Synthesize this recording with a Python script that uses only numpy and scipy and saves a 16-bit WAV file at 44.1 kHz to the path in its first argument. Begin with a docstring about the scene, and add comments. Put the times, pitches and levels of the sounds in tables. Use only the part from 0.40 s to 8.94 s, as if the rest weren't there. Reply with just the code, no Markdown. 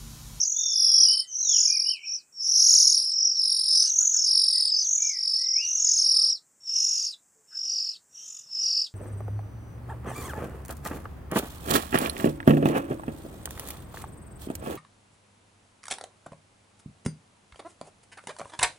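"""Magpie-robin chicks beg from a hollow in a palm trunk, their shrill calls overlapping from the start.
Each call opens as a thin squeak, swells into a trill of about 44 sweeps a second, sags and slides off.
Farther away a songbird whistles and other birds peep and coo over faint insects. After two seconds the
chicks grow hoarse; a far bird rasps, and the songbird returns. Past five seconds a parent flutters
away, the begging thins out, and near the end the parent flutters back."""
import sys
import numpy as np
from scipy import signal
from scipy.fft import rfft, irfft
from scipy.io import wavfile

SR = 44100
rng = np.random.default_rng(int(sys.argv[2]) if len(sys.argv) > 2 else 0)


def unload_wav(signal):
    """Save mono or channel-first audio to the path in sys.argv[1] as 16-bit WAV at rate SR, clipped to [-1, 1]."""
    wavfile.write(
        sys.argv[1],
        SR,
        np.round(np.clip(np.atleast_2d(signal).T, -1, 1) * 32767).astype(np.int16),
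    )


N = 376613


def shrill_chick():
    """The highest voice in the nest, with the widest, most throbbing trill."""
    # Each row: start, length and time to the crest in seconds, crest pitch in Hz,
    # crest effort in dB, overtones in dB.
    calls = [(-0.2, 0.62, 0.32, 6325, -21.5, -25), (0.87, 0.51, 0.26, 6430, -18.5, -28),
             (2.02, 0.59, 0.31, 6380, -16.5, -22), (3.3, 0.64, .32, 6383, -17.5, -26),
             (4.32, 0.47, .22, 6375, -18, -41), (5.17, 0.53, .27, 6366, -18, -40),
             (6.28, 0.46, 0.13, 6460, -28, -29), (7.72, 0.37, 0.18, 6670, -39.5, -35)]
    # The contour of a call: squeak, build, sag and release, in seconds, Hz and dB as named.
    shape = dict(squeak_s=0.08, squeak_hz=833, squeak_db=20, build_hz=755, build_db=9, sag_hz=209.2, sag_db=5, release_s=.09, release_hz=577, release_db=35)
    return chick(calls, shape, sweep_hz=522, throb_db=7.8, second_db=-6, hiss_db=-34)


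def harsh_chick():
    """A lower chick that rasps hard with the second side of its syrinx."""
    # Calls and contour, laid out as for the shrill chick.
    calls = [(0.2, 0.66, 0.19, 5273, -19, -14), (1.02, .56, 0.16, 5385, -19.5, -20.5),
             (2.02, .64, 0.16, 5430, -17.5, -14.5), (2.9, .59, 0.075, 5277, -21, -11.5),
             (3.72, .6, .18, 5175, -18, -15.5), (4.6, .47, .3, 5070, -22.5, -24),
             (5.37, 0.56, 0.33, 5153, -18, -18.5)]
    shape = dict(squeak_s=.13, squeak_hz=354.5, squeak_db=3, build_hz=-120, build_db=13, sag_hz=402.3, sag_db=4.5, release_s=0.055, release_hz=60, release_db=25)
    return chick(calls, shape, sweep_hz=457, throb_db=5.3, second_db=6, hiss_db=-39.5)


def soft_chicks():
    """Smoother voices that ease into a narrow trill and sometimes overlap."""
    # Calls and contour, laid out as for the shrill chick.
    calls = [(-0.25, .315, 0.29, 5856, -15, -31), (0.35, .44, .28, 5406, -13.5, -38),
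             (1.59, .23, .15, 5630, -26, -35), (1.92, 0.81, 0.41, 5527, -17.5, -12.5),
             (2.57, 0.41, 0.3, 5475, -18.5, -52), (3.2, 0.31, 0.17, 5235, -16, -20),
             (4.05, .42, 0.32, 4980, -19.5, -54), (4.82, .45, 0.35, 5350, -20.5, -46),
             (5.6, 0.39, 0.3, 5340, -20, -32.5), (6.2, 0.54, .22, 5467, -21, -24),
             (6.5, 0.25, 0.26, 4880, -28, -36), (7.07, 0.51, 0.22, 5427, -26.5, -32),
             (7.2, 0.36, 0.23, 4956, -26.5, -49.5), (7.67, 0.44, 0.11, 5700, -42.5, -35),
             (8.05, .44, 0.21, 5405, -23, -29), (8.15, 0.33, 0.24, 4957, -22, -41)]
    shape = dict(squeak_s=.09, squeak_hz=360.7, squeak_db=27, build_hz=285.8, build_db=12.5, sag_hz=304.2, sag_db=10, release_s=.06, release_hz=201, release_db=15)
    return chick(calls, shape, sweep_hz=390, throb_db=4, second_db=-2, hiss_db=-41.5)


def chick(calls, shape, **voice):
    """A run of begging calls in one voice."""
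    out = np.zeros(N)
    for call in calls:
        add(out, *begging_call(call, shape, **voice))
    return out


def begging_call(call, shape, sweep_hz, throb_db, second_db, hiss_db):
    """A whistle swept up and down by the two-sided syrinx; returns its start and its sound."""
    # The voices grow hoarse as the begging wears on. Each row: time in seconds, hoarseness in dB.
    hoarseness = [(1.6, -13), (2.1, -3.5), (5.9, -3), (6.3, 2.5)]
    # The colour of beak and hollow. Each row: frequency in Hz, gain in dB.
    beak_colour = [(3500, -12), (5500, -1.5), (6700, -7), (7800, 7.5), (9500, 3.5), (11100, -14.5),
                   (12000, -19.5), (15000, -14)]
    # The breath in a call. Each row: frequency in Hz, noise density in dB.
    hiss_colour = [(950, -31), (1270, 7.5), (1500, -13.5), (1850, -2), (2300, -6), (3150, 3), (3650, 14),
                   (4300, -5.5), (7000, 21.5), (9500, 2), (11000, 0), (12300, -2.5), (14900, 1)]
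    slide_s, slide_hz, push_db = .04, 1336, 4
    throat_hz, throat_width_hz, throat_db = 2800, 210, -52
    start, length, crest_s, crest_hz, crest_db, overtone_db = call
    age, bend_hz, drop_db = call_contour(length, crest_s, **shape)
    size = len(age)
    hoarse_db = np.interp(start + age, *np.transpose(hoarseness))
    # the uneven trill slows and widens as the call builds
    rate_hz = 42 + 18 * np.exp(-age / .13) + 3.6 * noise_band(size, 0, 25)
    cycle = 2 * np.pi * (np.cumsum(rate_hz) / SR + rng.random())
    opening = 1 - np.exp(-(age / .13) ** 2)
    # each sweep jumps up quickly and falls more slowly; the last one plunges
    sweep = np.cos(cycle + .3 * np.cos(cycle))
    slide = np.clip(1 - (length - age) / slide_s, 0, 1)
    hz = crest_hz + bend_hz + sweep_hz * opening * (1 - slide) * sweep - slide_hz * slide
    jitter_hz = 70 * noise_band(size, 0, 60) + (130 - 80 * opening) * noise_band(size, 0, 450)
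    phase = 2 * np.pi * np.cumsum(hz + jitter_hz) / SR
    # the fall of each sweep is its loud part; the hoarser the voice, the more air in the last slide
    pulse_db = throb_db * opening * (np.sin(cycle + .6) - .25)
    effort_db = crest_db - drop_db + (push_db + hoarse_db) * slide
    level = gain_of(effort_db + pulse_db + 1.9 * noise_band(size, 0, 80))
    # the second side of the syrinx rasps along lower down, and the two voices mix to a sum tone
    second_gate = opening ** 2 * np.clip(np.sin(cycle + .033) + .5, 0, 1)
    second_gain = gain_of(overtone_db + second_db + hoarse_db) * second_gate
    lower_phase = .8 * phase + noise_band(size, 0, 220)
    voice = np.sin(phase) + second_gain * (np.sin(lower_phase) + .32 * np.sin(phase + lower_phase))
    # overtones grow as the beak opens and dip a touch at the top of each sweep
    overtones = np.sin(2 * phase) + np.sin(3 * phase) / 2
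    voice += gain_of(overtone_db - .5 * sweep) * opening ** 2 * overtones
    tone = np.sqrt(2) * level * coloured(voice, beak_colour)
    # air hisses through the open beak in time with the trill, growing more slowly than the tone
    hiss = gain_of(hiss_db + hoarse_db) * level ** .57 * coloured_noise(size, hiss_colour)
    # a hoarse throat rings low down
    throat_gain = gain_of(throat_db + 3 * hoarse_db + 3 * noise_band(size, 0, 5)) * level ** .7
    throat = throat_gain * noise_band(size, throat_hz, throat_width_hz)
    return start, (tone + hiss + throat) * signal.windows.tukey(size, .02)


def call_contour(length, crest_s, squeak_s, squeak_hz, squeak_db, build_hz, build_db,
                 sag_hz, sag_db, release_s, release_hz, release_db):
    """Pitch bend and effort drop through a call: opening squeak, build to the crest, sag, release."""
    age, build, sag = rise_and_fall(length, crest_s)
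    squeak = np.clip(1 - age / squeak_s, 0, 1)
    release = np.clip(1 - (length - age) / release_s, 0, 1)
    bend_hz = squeak_hz * squeak - build_hz * build - sag_hz * sag - release_hz * release
    drop_db = squeak_db * squeak + build_db * build + sag_db * sag + release_db * release
    return age, bend_hz, drop_db


def songbird(edge_drop_db=14):
    """Each distant whistle glides to a turn, where it is loudest, and glides away."""
    # Each row: start, length and time to the turn in seconds, first, turn and last pitch in Hz,
    # level in dB.
    notes = [(0.12, 0.6, 0.081, 3300, 3665, 3192, -41), (0.639, 0.21, 0.068, 2820, 2997, 3120, -37.5),
             (0.984, 0.22, .145, 4390, 3340, 2440, -40), (1.264, 0.116, 0.094, 2400, 2442, 1960, -41.5),
             (1.442, 0.16, .065, 2780, 3090, 2110, -38.5), (1.613, 0.048, .05, 2250, 2590, 2620, -39),
             (4.569, 0.23, 0.1, 2260, 2377, 1800, -46.5), (4.963, 0.22, 0.12, 1927, 2085, 1994, -54),
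             (5.143, 0.15, 0.076, 2060, 2844, 2890, -38.5)]
    out = np.zeros(N)
    for start, length, turn_s, first_hz, turn_hz, last_hz, db in notes:
        age, before, after = rise_and_fall(length, turn_s)
        hz = turn_hz + (first_hz - turn_hz) * before + (last_hz - turn_hz) * after
        level = gain_of(db - edge_drop_db * (before + after))
        add(out, start, level * whistle(hz, waver=.008) * signal.windows.tukey(len(age), .26))
    return out


def far_rasps(length_s=.047, width_hz=220):
    """Short hoarse notes of a far bird, each a puff of narrow noise."""
    # Each row: start in seconds, centre in Hz, level in dB.
    notes = [(3.422, 1500, -57.5), (3.596, 1370, -53.5), (3.731, 1510, -55), (7.104, 1600, -61)]
    out, size = np.zeros(N), int(length_s * SR)
    for start, hz, db in notes:
        add(out, start, gain_of(db) * noise_band(size, hz, width_hz) * np.hanning(size))
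    return out


def far_birds():
    """Peeps and low coos from deep in the trees, each swelling and fading around one pitch."""
    # Each row: start and length in seconds, pitch in Hz, level in dB.
    notes = [(0.102, 0.26, 442, -78), (0.299, 0.59, 1300, -64), (0.8, 0.093, 1940, -69),
             (1.057, 0.29, 1626, -67), (2.859, 0.55, 414, -75), (3.414, 0.12, 2875, -59.5),
             (4.103, 0.14, 1940, -62), (5.45, 0.076, 1894, -61.5), (5.689, 0.24, 1240, -62.5),
             (6.941, 0.066, 432, -71), (7.733, 0.16, 3090, -62)]
    out = np.zeros(N)
    for start, length, hz, db in notes:
        size = int(length * SR)
        add(out, start, gain_of(db) * whistle(np.full(size, hz), waver=.032) * np.hanning(size))
    return out


def wings(beat_hz=17):
    """Each uneven wingbeat pushes a soft low puff of air and a brush of feathers."""
    # Bursts of wingbeats. Each row: start and length in seconds, level in dB.
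    flights = [(5.22, 0.4, -68), (7.854, 0.74, -65.5)]
    # Air pushed by the wings. Each row: frequency in Hz, noise density in dB.
    feather_colour = [(30, -22), (130, 6), (350, -6), (1300, -1.5), (5000, -35)]
    out = np.zeros(N)
    for start, length, db in flights:
        size = int(length * SR)
        beats = np.cumsum(beat_hz + 7 * noise_band(size, 0, 12)) / SR
        puffs = np.sin(np.pi * beats) ** 2 * coloured_noise(size, feather_colour)
        add(out, start, gain_of(db) * puffs * np.hanning(size))
    return out


def air_and_insects(level_db=-65):
    """An outdoor hush with a thin insect band on top, the whole bed wavering slightly."""
    # Each row: frequency in Hz, noise density in dB.
    bed_colour = [(30, -16.5), (65, -8.5), (150, -1), (400, -4.5), (1000, -6), (1280, -7), (1600, -6),
                  (4000, -23.5), (7550, 5.5), (11500, -21), (15000, -12)]
    swell_db = np.interp(np.arange(N), np.linspace(0, N, num=40), rng.standard_normal(40))
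    return gain_of(level_db + swell_db) * coloured_noise(N, bed_colour)


def foliage(x, wet_db, decay_s, echoes_per_s=2500):
    """Trunks and leaves scatter a sound into a dying tail of sparse echoes."""
    t = np.arange(SR) / SR
    echoes = rng.standard_normal(SR) * (rng.random(SR) < echoes_per_s / SR)
    tail = echoes * (t > .003) * gain_of(-60 * t / decay_s)
    return x + gain_of(wet_db) * signal.fftconvolve(x, tail / np.linalg.norm(tail))[:N]


def whistle(hz, waver):
    """A pure tone of rms 1 that wavers about a pitch curve."""
    wavering_hz = hz * (1 + waver * noise_band(len(hz), 0, 46))
    return np.sqrt(2) * np.sin(2 * np.pi * np.cumsum(wavering_hz) / SR)


def rise_and_fall(length, crest_s):
    """A sound's own clock, the build still to come (1 to 0) and the decline after its crest (0 to 1)."""
    age = np.arange(0, length, 1 / SR)
    build = np.clip(1 - age / crest_s, 0, 1)
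    decline = np.clip((age - crest_s) / max(length - crest_s, 1 / SR), 0, 1)
    return age, build, decline


def noise_band(size, hz, width_hz):
    """Noise of rms about 1 in a bell-shaped band; around 0 Hz it is a random wander."""
    bins = np.fft.rfftfreq(SR * 2, 1 / SR)
    bell = np.exp(-.5 * ((bins - hz) / width_hz) ** 2)
    return unit_rms(irfft(rfft(rng.standard_normal(SR * 2)) * bell))[:size]


def coloured_noise(size, points):
    """Noise of rms 1 shaped by an EQ curve."""
    return unit_rms(coloured(rng.standard_normal(size), points))


def coloured(x, points):
    """Filters by an EQ curve of (Hz, dB) points."""
    hz, db = np.transpose(points)
    bins = np.fft.rfftfreq(len(x), 1 / SR)
    curve_db = np.interp(np.log(bins + 1), np.log(hz), db)
    return irfft(rfft(x) * gain_of(curve_db), len(x))


def unit_rms(x):
    """Scales to rms 1."""
    return x / np.sqrt(np.mean(x ** 2) + 1e-20)


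def gain_of(db):
    """Decibels to gain."""
    return 10 ** (np.asarray(db) / 20)


def add(mix, start_s, sound):
    """Mixes a sound in, trimming what falls outside the mix."""
    start = round(start_s * SR)
    sound = sound[max(-start, 0):]
    part = mix[max(start, 0):][:len(sound)]
    part += sound[:len(part)]


def scene():
    """The nest close by, the other birds deep in the trees; both channels alike."""
    nest = shrill_chick() + harsh_chick() + soft_chicks()
    far = foliage(songbird() + far_birds() + far_rasps(), wet_db=-.5, decay_s=.4)
    near = foliage(nest, wet_db=-9.5, decay_s=.12)
    mono = (near + far + wings() + air_and_insects()) * signal.windows.tukey(N, .001)
    return np.array([mono, mono])


def record(dry, cutoff_hz=15150):
    """A steep low-pass trims the very top of the treble."""
    lowpass = signal.firwin(511, cutoff_hz, window=("kaiser", 9), fs=SR)
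    return signal.oaconvolve(dry, lowpass[None], "same")


dry = scene()
out = record(dry)
unload_wav(out)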